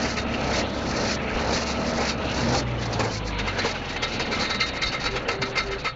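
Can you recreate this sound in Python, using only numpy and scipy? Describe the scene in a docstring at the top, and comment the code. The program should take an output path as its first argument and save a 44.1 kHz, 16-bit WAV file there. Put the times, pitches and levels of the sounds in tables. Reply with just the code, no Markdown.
"""A hay field, from the seat of a four-cylinder tractor towing a square baler, with both close by.
The exhaust drones at the firing rate, while chassis, feeder and chains are shaken by tiny impacts.
The plunger packs swishing hay twice a second; then the throttle closes and the engine runs down to idle.
The baler's flywheel overruns and its slack drive clanks and rings, as bursts of blows on panels and steel.
A small microphone with rounded peaks and no top treble gives two identical channels."""
import sys
import numpy as np
from scipy import signal
from scipy.fft import rfft, irfft
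from scipy.io import wavfile
from scipy.ndimage import uniform_filter1d

SR = 44100
rng = np.random.default_rng(int(sys.argv[2]) if len(sys.argv) > 2 else 0)


def waveform_to_disk(signal):
    """Save audio, clipped to [-1, 1], as 16-bit WAV at the path in sys.argv[1]."""
    frames = np.transpose(np.atleast_2d(signal))
    scaled = np.clip(frames, -1, 1) * 32767
    samples = np.round(scaled).astype(np.int16)
    wavfile.write(sys.argv[1], SR, samples)


N = 262395
TIME = np.arange(N) / SR

# Table levels are those before the trims in each source and the microphone.
# engine speed: time_s, firing_rate_hz
ENGINE_SPEED = [(0, 68.13), (.5, 68.1), (1.0, 67.92), (1.45, 69), (2.3, 67.53), (2.75, 60.2), (3.45, 49.13),
                (4.0, 39.97), (4.4, 33.94), (5.1, 25.58), (5.4, 21.54), (5.65, 24.93), (5.95, 27.63)]
# pull on the drive: time_s, gear_load_db
DRIVE_LOAD = [(0, 2), (.7, 3), (1.8, 2), (2.4, 2), (3.2, -0.5), (3.65, -2.5), (4.7, -7), (5.95, -5)]
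# exhaust resonances of pipe and bodywork: pitch_hz, width_hz, level_db
EXHAUST_RESONANCES = [(25.3, 2.5, -40.5), (40, 12, -38), (50.6, 5.6, -28.5), (60.5, 6.9, -32.5),
                      (67.6, 18, -34.5), (80, 11, -36), (97, 23, -31.5), (116, 20, -23.5), (127, 7.6, -25)]
# shaft and gear tones under load: multiple_of_firing_rate, level_db
GEAR_TONES = [(1.5, -49.5), (3, -45.5), (3.42, -40.5), (6.33, -46), (8.5, -45.5), (9.5, -43)]
# final drive whine: time_s, level_db
WHINE_LEVEL = [(0, -45.5), (1.9, -44), (2.7, -47.5), (3.05, -52), (3.2, -45), (3.42, -41.5), (3.6, -48),
               (5.95, -52.5)]

# steady running between strokes: time_s, chassis_rumble_db, feeder_clatter_db, chain_rattle_db
STEADY_RUNNING = [(0, -35, -38, -36), (2.1, -36.5, -32.5, -33.5), (2.8, -37.5, -40, -39),
                  (3.85, -40.5, -36, -35), (4.8, -38.5, -36.5, -34.5), (5.8, -43.5, -36, -38),
                  (5.92, -52, -47.5, -43)]
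# plunger strokes, further apart as the flywheel slows:
# time_s, chassis_rumble_db, feeder_clatter_db, chain_rattle_db
PLUNGER_STROKES = [(.02, -38, -28, -30.5), (0.579, -31, -25.5, -32.5), (1.03, -30, -27.5, -33),
                   (1.531, -31.5, -25.5, -32.5), (1.99, -31.5, -27, -37), (2.539, -27.5, -26.5, -33.5),
                   (3.04, -35, -27.5, -34), (3.65, -38, -29.5, -30.5), (4.38, -34, -32, -34.5),
                   (5.3, -44.5, -36, -48)]
# wads of hay shoved along the chamber: shove_end_s, swish_db, build_s
HAY_WADS = [(.125, -35.5, 0.75), (.21, -44, 0.007), (0.595, -33.5, 0.13), (1.128, -31, 0.19),
            (1.602, -32.5, 0.14), (1.72, -37.5, 0.14), (1.9, -40.5, 0.015), (2.109, -34, 0.2),
            (2.592, -32.5, 0.17), (2.85, -43, 0.013), (3.17, -40, 0.25), (3.29, -45, 0.0062),
            (3.71, -40, 0.13), (3.94, -48, 0.37), (4.085, -50, .01), (4.165, -48.5, 0.018),
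            (4.44, -42, 0.079), (4.68, -46.5, 0.02), (4.98, -55, 0.11), (5.23, -52.5, 0.008),
            (5.345, -49.5, 0.008), (5.5, -47.5, 0.0086), (5.65, -50, 0.02), (5.75, -55, 0.013)]

# clanks of the drive: start_s, casing_thud_db, panel_clang_db, linkage_ring_db, tine_rattle_db, chatter_s
DRIVE_CLANKS = [(0.046, -27, -29, -34, -42, 0.009), (0.166, -29, -30, -32, -34, .011),
                (0.336, -35.5, -30, -36, -40.5, 0.0068), (0.534, -30.5, -33, -43, -31, 0.0052),
                (1.087, -48, -31, -41, -37, 0.011), (1.294, -48, -28.5, -37, -44, 0.0033),
                (1.524, -22.5, -32, -45, -29, 0.0067), (1.688, -31.5, -33.5, -43, -36, 0.0085),
                (2.007, -25.5, -34, -36, -36, 0.0086), (2.089, -49, -30, -39, -30, 0.0072),
                (2.355, -30.5, -37, -47, -36.5, 0.023), (2.528, -22, -40.5, -51, -45, 0.012),
                (2.568, -28.5, -41, -48, -33, .0037), (2.925, -37.5, -34.5, -44, -33.5, 0.0063),
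                (2.993, -17, -27, -39, -31.5, .007), (3.035, -24, -55, -50, -36.5, 0.0063),
                (3.385, -31, -29.5, -36, -35.5, .008), (3.472, -29.5, -35, -26.5, -38.5, .0075),
                (3.586, -30.5, -29, -26, -33, 0.0058), (3.646, -21, -37, -37, -34.5, 0.0097),
                (3.961, -34, -32, -35, -40, .0045), (4.022, -27.5, -27, -29, -32, 0.0099),
                (4.194, -28.5, -27, -39, -32, 0.008), (4.312, -30, -37.5, -28, -36.5, .015),
                (4.393, -29, -34, -32.5, -32, 0.022), (4.497, -29, -31.5, -30.5, -34, 0.0098),
                (4.542, -31, -34.5, -37, -34, 0.0065), (4.601, -33, -31, -27.5, -28.5, 0.01),
                (4.731, -35.5, -46.5, -35.5, -52, 0.014), (4.817, -32.5, -28, -31, -31, 0.0085),
                (4.857, -39, -40, -45.5, -35.5, 0.012), (4.926, -31.5, -35.5, -31, -39.5, 0.011),
                (5.038, -34, -32.5, -35, -35, 0.0072), (5.056, -28.5, -28.5, -32.5, -36.5, 0.0081),
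                (5.159, -28.5, -26.5, -32, -38, 0.0064), (5.283, -24, -25.5, -26, -35, .0059),
                (5.313, -32.5, -35.5, -43, -38, .0065), (5.416, -27.5, -28, -27.5, -33.5, 0.0062),
                (5.556, -30, -29, -27.5, -40, 0.0066), (5.573, -28.5, -26.5, -28, -29.5, 0.0085),
                (5.709, -38, -37.5, -36, -40.5, 0.012), (5.843, -29.5, -29.5, -28.5, -38, 0.013)]
# hard blows on the drive shaft: start_s, level_db
DRIVE_SHAFT_BLOWS = [(4.61, -20.5), (4.819, -18), (5.572, -19)]
# edges scraping past each other within a clank: time_s, pitch_hz, level_db
EDGE_SCRAPES = [(.182, 2450, -44), (3.602, 4120, -29), (3.635, 2800, -52), (4.028, 3350, -31.5),
                (4.203, 1560, -33), (4.335, 1310, -41), (4.42, 1280, -30), (4.611, 2810, -26),
                (4.832, 3950, -26.5), (5.06, 2650, -34), (5.168, 3400, -37), (5.291, 2720, -30),
                (5.427, 2780, -34.5), (5.58, 2560, -38), (5.735, 1550, -38), (5.857, 2500, -32),
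                (5.872, 1330, -29.5)]
# squeals and groans of dry parts as the machine slows to idle:
# start_s, length_s, pitch_hz, tone_db, octave_db
DRY_RUBS = [(3.86, .13, 1862, -40, -47), (4.34, .22, 1862, -37, -39), (4.56, .18, 1862, -45, -37),
            (5.05, .08, 391, -36, -60), (5.125, .06, 391, -28, -55), (5.27, .29, 391, -30, -55),
            (5.647, .135, 393, -28, -55)]
# jolts thumping in the frame and sheet metal: time_s, pitch_hz, level_db
FRAME_JOLTS = [(1.355, 58, -28.5), (1.81, 205, -30), (2.025, 825, -36), (2.44, 235, -28.5),
               (2.45, 130, -29), (2.55, 795, -27), (3.43, 200, -37), (3.9, 210, -38), (4.01, 135, -37),
               (4.17, 230, -33.5), (4.29, 220, -35), (4.58, 210, -35.5), (4.86, 55, -32),
               (5.17, 492, -32.5), (5.295, 479, -33), (5.415, 125, -33.5), (5.435, 249.4, -35.5),
               (5.83, 135, -37)]

# colour of the chassis rumble: pitch_hz, gain_db
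CHASSIS_COLOUR = [(20, -13), (35, -5), (60, -2.5), (85, -0.5), (120, 0.5), (165, -1), (230, 3.5),
                  (310, -0.5), (450, -12.5), (900, -13.5), (2000, -54.5)]
# colour of the feeder clatter: pitch_hz, gain_db
FEEDER_COLOUR = [(150, -10.5), (330, -0.5), (490, 10), (660, 5.5), (860, 4.5), (1100, -3), (1350, -1.5),
                 (2000, -16), (4000, -99)]
# colour of the chain rattle: pitch_hz, gain_db
CHAIN_COLOUR = [(400, -14.5), (900, 5), (1300, 11), (1700, 10.5), (2100, 10.5), (2750, 10), (3100, 5),
                (4300, 3.5), (5200, -33.5), (7500, -41)]
# colour of the dry stalks: pitch_hz, gain_db
HAY_COLOUR = [(800, -3.5), (2000, 3.5), (2600, 2.5), (3200, -8), (3900, 3), (4300, 10), (4900, 5.5),
              (6000, 5), (7200, -5)]
# colour of the sheet metal panels: pitch_hz, gain_db
PANEL_COLOUR = [(700, -20.5), (1150, -29), (1400, 0), (2000, -1.5), (2600, 6.5), (3100, -7), (3600, -11),
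                (5000, -33.5)]
# colour of the casing under a blow: pitch_hz, gain_db
CASING_COLOUR = [(120, -8.5), (250, -6), (480, 5), (650, -3.5), (850, 1.5), (1100, -2), (1600, -19.5)]
# colour of the tine rattle: pitch_hz, gain_db
RATTLE_COLOUR = [(2400, -15.5), (3200, -2.5), (3800, -15), (4000, 0), (4500, 6), (5200, 0.5), (6300, -0.5),
                 (7200, -11.5)]
# ringing steel of the linkage: pitch_hz, level_db, t60_s
LINKAGE_MODES = [(1255, -11, .12), (1315, -4, .15), (1540, -13, .07), (1735, -14, .14), (1862, -11, .2),
                 (2094, -3.5, .13), (2150, -6, .07), (2340, -9, .06)]
# ringing steel of the pickup tines: pitch_hz, level_db, t60_s
TINE_MODES = [(3690, -8, .07), (3730, -2, .14), (3790, -6, .08), (3912, -4, .14), (4010, -9, .07),
              (4124, -4, .12), (4290, -10, .06), (4427, -3, .15), (4490, -7, .04), (4640, -11, .03),
              (4830, -11, .03), (5219, -14, .06)]

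WORKING_HZ = 68  # firing rate at working speed
EXHAUST_FLOOR_DB, EXHAUST_DB_PER_OCTAVE = -44, 2  # between resonances; gain as the speed doubles
OCTAVE_DB = -3.5  # the octave against the firing tone
STROKE_BUILD_S, STROKE_RELEASE_S = 0.32, 0.093
WAD_HOLD_S, WAD_RELEASE_S = 0.035, 0.025
STALKS_DB = -69  # loose stalks at working speed, before the hay trim
SHIFT_DB, SHIFT_RATE = 4.4, 9  # limit of each band's swing; random steps per second
# small parts thrown about in a clank: blows per second, range of pitch, ring, level against the panels
BOUNCE_RATE, BOUNCE_LOW_HZ, BOUNCE_HIGH_HZ, BOUNCE_T60_S, BOUNCE_DB = 500, 1250, 3200, 0.04, -4
# bolts and links: blows per second, range of pitch, ring, level against the chain setting
TICK_RATE, TICK_LOW_HZ, TICK_HIGH_HZ, TICK_T60_S, TICK_DB = 80, 1382, 3057, 0.058, -9.5
SHAFT_HZ, SHAFT_SMEAR_HZ, SHAFT_T60_S = 2120, 29.2, 0.13
SCRAPE_BUILD_S, SCRAPE_RELEASE_S, SCRAPE_SMEAR_HZ = 0.0085, 0.017, 115
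CLUMP_DB, CLUMP_RATE = 34, 47  # limit of the jangle's swing; random steps per second
GROAN_FADE_S = 0.04
JOLT_S, JOLT_SMEAR_HZ = 0.026, 15
TOP_HZ = 7350  # microphone cutoff


def engine(phase, firing_hz, load_db):
    """The exhaust drones at the firing rate and its octave; gears hum in step while they carry load."""
    firing = exhaust(firing_hz) * undb(0.4 * walk(13)) * np.sin(phase)
    octave = exhaust(2 * firing_hz) * undb(OCTAVE_DB + 1.1 * walk(26)) * np.sin(2 * phase)
    speed_db = EXHAUST_DB_PER_OCTAVE * np.log2(firing_hz / WORKING_HZ)
    drone = (firing + octave) * undb(speed_db)
    gears = 0
    for multiple, db in GEAR_TONES:
        level = undb(db + 4.0 * np.tanh(walk(8)) - 0.5)
        unsteadiness = 0.07 * np.sqrt(multiple) * walk(12)
        gears = gears + level * np.sin(multiple * phase + unsteadiness)
    return np.sqrt(2) * (undb(-3.5) * drone + undb(2.0 * load_db - 4.0) * gears)


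def exhaust(tone_hz):
    """Gain of an exhaust tone: it booms whenever it meets a resonance of pipe or bodywork."""
    power = undb(EXHAUST_FLOOR_DB) ** 2
    for hz, width_hz, db in EXHAUST_RESONANCES:
        power = power + (undb(db) / (1 + (2 * (tone_hz - hz) / width_hz) ** 4)) ** 2
    return np.sqrt(power)


def whine(phase, teeth=19):
    """The teeth of the final drive sing unsteadily, loudest as the baler pushes the tractor."""
    backlash = 0.9 * walk(40) + 0.7 * walk(200)
    level = undb(curves(WHINE_LEVEL)[0] + 3.5 + 2.0 * walk(25))
    return level * np.sin(teeth * phase + backlash)


def machinery(phase, rumble_db, feeder_db, chain_db, free):
    """Each firing shakes the chassis; the feeder clatters and the chains rattle against the linkage."""
    shake = 1 + 0.049 * np.cos(phase)
    rumble = unit(colour(impacts(4000, 2.4) * shake, CHASSIS_COLOUR))
    feeder_blows = impacts(2500, 2.0) * shake * undb(0.95 * walk(35))
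    feeder = unit(colour(feeder_blows, FEEDER_COLOUR))
    links = impacts(4500, 0.84) * shake * undb(1.55 * walk(55))  # in clumps
    rattle = shifting(colour(links, CHAIN_COLOUR))
    ringing = free * undb(-5.5) * unit(ring(links, LINKAGE_MODES, 4.0))
    chains = rattle + ringing
    return undb(rumble_db + 1.0) * rumble + undb(feeder_db - 2.5) * feeder + undb(chain_db - 3.0) * chains


def effort():
    """Rumble, clatter and rattle levels in dB: steady running and a swell at each plunger stroke."""
    power = undb(curves(STEADY_RUNNING)) ** 2
    for s, *part_db in PLUNGER_STROKES:
        stroke = swell(s, STROKE_BUILD_S, STROKE_RELEASE_S)
        power = power + (undb(part_db)[:, None] * stroke) ** 2
    return 10 * np.log10(power)


def hay(firing_hz):
    """Dry stalks crackle and slide along the chamber, a wad at a time."""
    power = (undb(STALKS_DB) * firing_hz / WORKING_HZ) ** 2  # loose stalks
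    for s, db, build_s in HAY_WADS:
        power = power + (undb(db) * swell(s, build_s, WAD_RELEASE_S, WAD_HOLD_S)) ** 2
    stalks = impacts(7000, 2.6) * undb(2.67 * walk(110))
    return undb(4.0) * np.sqrt(power) * unit(colour(stalks, HAY_COLOUR))


def clanks(free, loose_db=-13.5, loose_s=0.013, rise=0.68, fall=2.6):
    """Bursts of bounces thud in the casing, clang in the panels and ring the linkage and pickup tines."""
    force = np.zeros((4, N))
    for s, *part_db, chatter_s in DRIVE_CLANKS:
        rise_s, fall_s = max(rise * chatter_s, 0.002), max(fall * chatter_s, 0.006)
        since = TIME - s - rise_s
        # the bounces start hard and die away more slowly
        blow = np.exp(-np.minimum((since / np.where(since < 0, rise_s, fall_s)) ** 2, 20))
        # loose parts already chatter as the slack closes, and settle afterwards
        settle_s = np.where(since < 0, loose_s / 2, 2 * loose_s)
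        loose = undb(loose_db) * np.exp(-np.minimum(np.abs(since) / settle_s, 20))
        force += undb(part_db)[:, None] * (blow + loose)
    ragged = undb(0.64 * walk(160))  # shared by all parts
    # each part also has bounces of its own
    thud, clang, knock, tink = (f * ragged * undb(0.51 * walk(100)) * impacts(3500, 0.62) for f in force)
    casing = undb(9.5) * colour(thud, CASING_COLOUR)
    panels = undb(3.5) * colour(clang, PANEL_COLOUR)
    linkage = undb(-3.5) * free * ring(knock, LINKAGE_MODES, 3.2)
    tine_rattle = undb(4.0) * colour(tink, RATTLE_COLOUR)
    tine_ring = undb(-5.5) * free * ring(tink, TINE_MODES, 6.6)
    bounces = pings(undb(BOUNCE_DB) * force[1], BOUNCE_RATE, BOUNCE_LOW_HZ, BOUNCE_HIGH_HZ, BOUNCE_T60_S)
    return casing + panels + linkage + tine_rattle + tine_ring + bounces


def shaft():
    """Hard blows make the drive shaft ring out and decay."""
    envelope = 0
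    for s, db in DRIVE_SHAFT_BLOWS:
        attack = np.clip((TIME - s) / 0.004, 0, 1)
        decay = np.exp(-np.log(1000) * np.maximum(TIME - s, 0) / SHAFT_T60_S)
        envelope = envelope + undb(db) * attack * decay
    return envelope * buzz(SHAFT_HZ, SHAFT_SMEAR_HZ, 3.2)


def scrapes():
    """Edges rasp briefly, each at a pitch of its own."""
    rasps = 0
    for s, hz, db in EDGE_SCRAPES:
        envelope = undb(db) * swell(s, SCRAPE_BUILD_S, SCRAPE_RELEASE_S)
        rasps = rasps + envelope * buzz(hz, SCRAPE_SMEAR_HZ, 5.5)
    return rasps


def ticks(chain_db):
    """Loose bolts and links tick along with the chains."""
    return pings(undb(chain_db + TICK_DB), TICK_RATE, TICK_LOW_HZ, TICK_HIGH_HZ, TICK_T60_S)


def groan():
    """Dry parts squeal and groan unsteadily as the machine slows to idle."""
    rubs = 0
    for s, length_s, hz, db, octave_db in DRY_RUBS:
        gate = np.clip(np.minimum(TIME - s, s + length_s - TIME) / GROAN_FADE_S + 0.5, 0, 1)
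        turn = 2 * np.pi * hz * TIME + 0.45 * walk(30) + 0.25 * walk(140)
        rubs = rubs + gate * (undb(db) * np.sin(turn) + undb(octave_db) * np.sin(2 * turn))
    return rubs * undb(-3.2 + 2.0 * walk(40))


def jangle(load_db, chain_db, db=-8):
    """As the load comes off, loose guards and tines jangle along with the chains in short clumps."""
    slack = 1 - np.minimum(undb(load_db), 1)
    taps = unit(impacts(6500, 1.4) * undb(CLUMP_DB * np.tanh(walk(CLUMP_RATE))))
    rattle = unit(colour(taps, RATTLE_COLOUR))
    guards = unit(colour(taps, PANEL_COLOUR))
    tines = undb(2.0) * unit(ring(taps, TINE_MODES, 4.0))
    return slack * undb(db + chain_db) * (rattle + guards + tines)


def jolts():
    """The uneven field shakes the machine; each jolt thumps at the pitch of the part it hits."""
    thumps = 0
    for s, hz, db in FRAME_JOLTS:
        envelope = undb(db) * np.exp(-np.minimum(((TIME - s) / JOLT_S) ** 2, 20))
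        thumps = thumps + envelope * buzz(hz, JOLT_SMEAR_HZ, 2.2)
    return thumps


def boom(hz=128, width_hz=30, db=-45):
    """The mudguards boom as the wheels roll over the stubble: noise through two equal resonances."""
    b, a = signal.iirpeak(hz, hz / width_hz, fs=SR)
    once = signal.lfilter(b, a, rng.standard_normal(N))
    return undb(db) * unit(signal.lfilter(b, a, once))


def ring(force, modes, wander_db, smear_hz=9, rough_db=6.0):
    """Steel modes store a changing share of the blows' energy and let it out in a broken buzz."""
    out = 0
    for hz, db, t60_s in modes:
        keep = np.exp(-2 * np.log(1000) / (t60_s * SR))  # energy kept from sample to sample
        push = force * undb(db + wander_db * np.tanh(walk(12)))
        energy = signal.lfilter([1 - keep], [1, -keep], push ** 2)
        out = out + 2 * np.sqrt(energy) * buzz(hz, smear_hz, rough_db)
    return out


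def pings(strength, rate, low_hz, high_hz, t60_s):
    """Small steel parts strike at random, as hard as they are shaken; each rings at its own pitch."""
    out, t = np.zeros(N), TIME[:SR // 20]
    decay = np.log(1000) / t60_s
    for when, pitch, size in rng.random((int(rate * N / SR), 3)):
        i = int(when * (N - len(t)))
        hz = low_hz * (high_hz / low_hz) ** pitch
        out[i:i + len(t)] += strength[i] * size * np.sin(2 * np.pi * hz * t) * np.exp(-decay * t)
    return out * np.sqrt(12 * decay / rate)  # evens out level against rate and ring time


def buzz(hz, smear_hz, rough_db):
    """A tone of rms near 1 whose part chatters against its neighbour: phase and level jump about."""
    drift = np.cumsum(rng.standard_normal(N)) * np.sqrt(2 * np.pi * abs(smear_hz) / SR)
    level = unit(undb(rough_db * np.tanh(walk(170))))
    return np.sqrt(2) * level * np.sin(2 * np.pi * hz * TIME + drift)


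def shifting(x, count=14):
    """The colour keeps changing: each band of the midrange swells and sinks on its own."""
    log_hz = np.log(np.fft.rfftfreq(N, 1 / SR) + 1)
    place = np.interp(log_hz, np.log([400, 6500]), [0, count - 1])
    spectrum, out = rfft(x), 0
    for k in range(count):
        band = irfft(spectrum * np.maximum(1 - np.abs(place - k), 0), N)
        out = out + band * undb(SHIFT_DB * np.tanh(walk(SHIFT_RATE)))
    return unit(out)


def impacts(rate, scatter_db):
    """Tiny blows at random moments, rate per second and of uneven size, scaled to an rms of 1."""
    struck = rng.random(N) < rate / SR
    size = undb(scatter_db * rng.standard_normal(N))
    return unit(struck * rng.choice([-1, 1], N) * size)


def swell(s, build_s, release_s, hold_s=0):
    """An envelope that builds up, holds until the time s and breaks off."""
    early, late = np.maximum(s - hold_s - TIME, 0), np.maximum(TIME - s, 0)
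    return np.exp(-np.minimum(early / build_s + (late / release_s) ** 2, 20))


def walk(rate):
    """Smoothed random steps, rate per second, scaled to an rms of 1."""
    k = int(SR / rate)
    steps = np.repeat(rng.standard_normal(N // k + 1), k)
    return unit(uniform_filter1d(steps, k)[:N])


def colour(x, points):
    """Filter by a spectrum of pitch_hz, gain_db points, joined along log frequency."""
    hz, db = np.transpose(points)
    f = np.maximum(np.fft.rfftfreq(len(x), 1 / SR), 1)
    return irfft(rfft(x) * undb(np.interp(np.log(f), np.log(hz), db)), len(x))


def curves(table):
    """The columns of a table, joined by straight lines in time."""
    s, *columns = np.transpose(table)
    return [np.interp(TIME, s, c) for c in columns]


def unit(x):
    """Scale to an rms of 1."""
    return x / np.sqrt(np.mean(x ** 2))


def undb(db):
    """Decibels to gain."""
    return 10 ** (np.asarray(db) / 20)


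def scene():
    """Tractor and baler, close by in the open air, the same in both channels."""
    firing_hz, load_db = curves(ENGINE_SPEED)[0], curves(DRIVE_LOAD)[0]
    rumble_db, feeder_db, chain_db = effort()
    phase = 2 * np.pi * np.cumsum(firing_hz) / SR
    # steel held taut and packed with hay is damped; it rings more freely as the load comes off
    free = 1 - 0.69 * np.minimum(undb(load_db), 1)
    tractor = engine(phase, firing_hz, load_db) + whine(phase) + boom()
    baler = machinery(phase, rumble_db, feeder_db, chain_db, free) + hay(firing_hz)
    baler += clanks(free) + shaft() + scrapes() + ticks(chain_db)
    baler += groan() + jangle(load_db, chain_db) + jolts()
    return np.array([tractor + baler] * 2)


def record(dry):
    """A small microphone channel turns down the loudest blows, rounds the peaks and cuts the top."""
    envelope = np.sqrt(uniform_filter1d(dry[0] ** 2, int(0.019 * SR)) + 1e-12)
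    limited = dry / (1 + (envelope / 0.13) ** 4) ** (1 / 4)
    rounded = np.tanh(3.4 * limited) / 3.4
    lowpass = signal.ellip(10, 0.2, 80, TOP_HZ, fs=SR, output="sos")
    return signal.sosfilt(lowpass, undb(0.5) * rounded)


dry = scene()
out = record(dry)
waveform_to_disk(out)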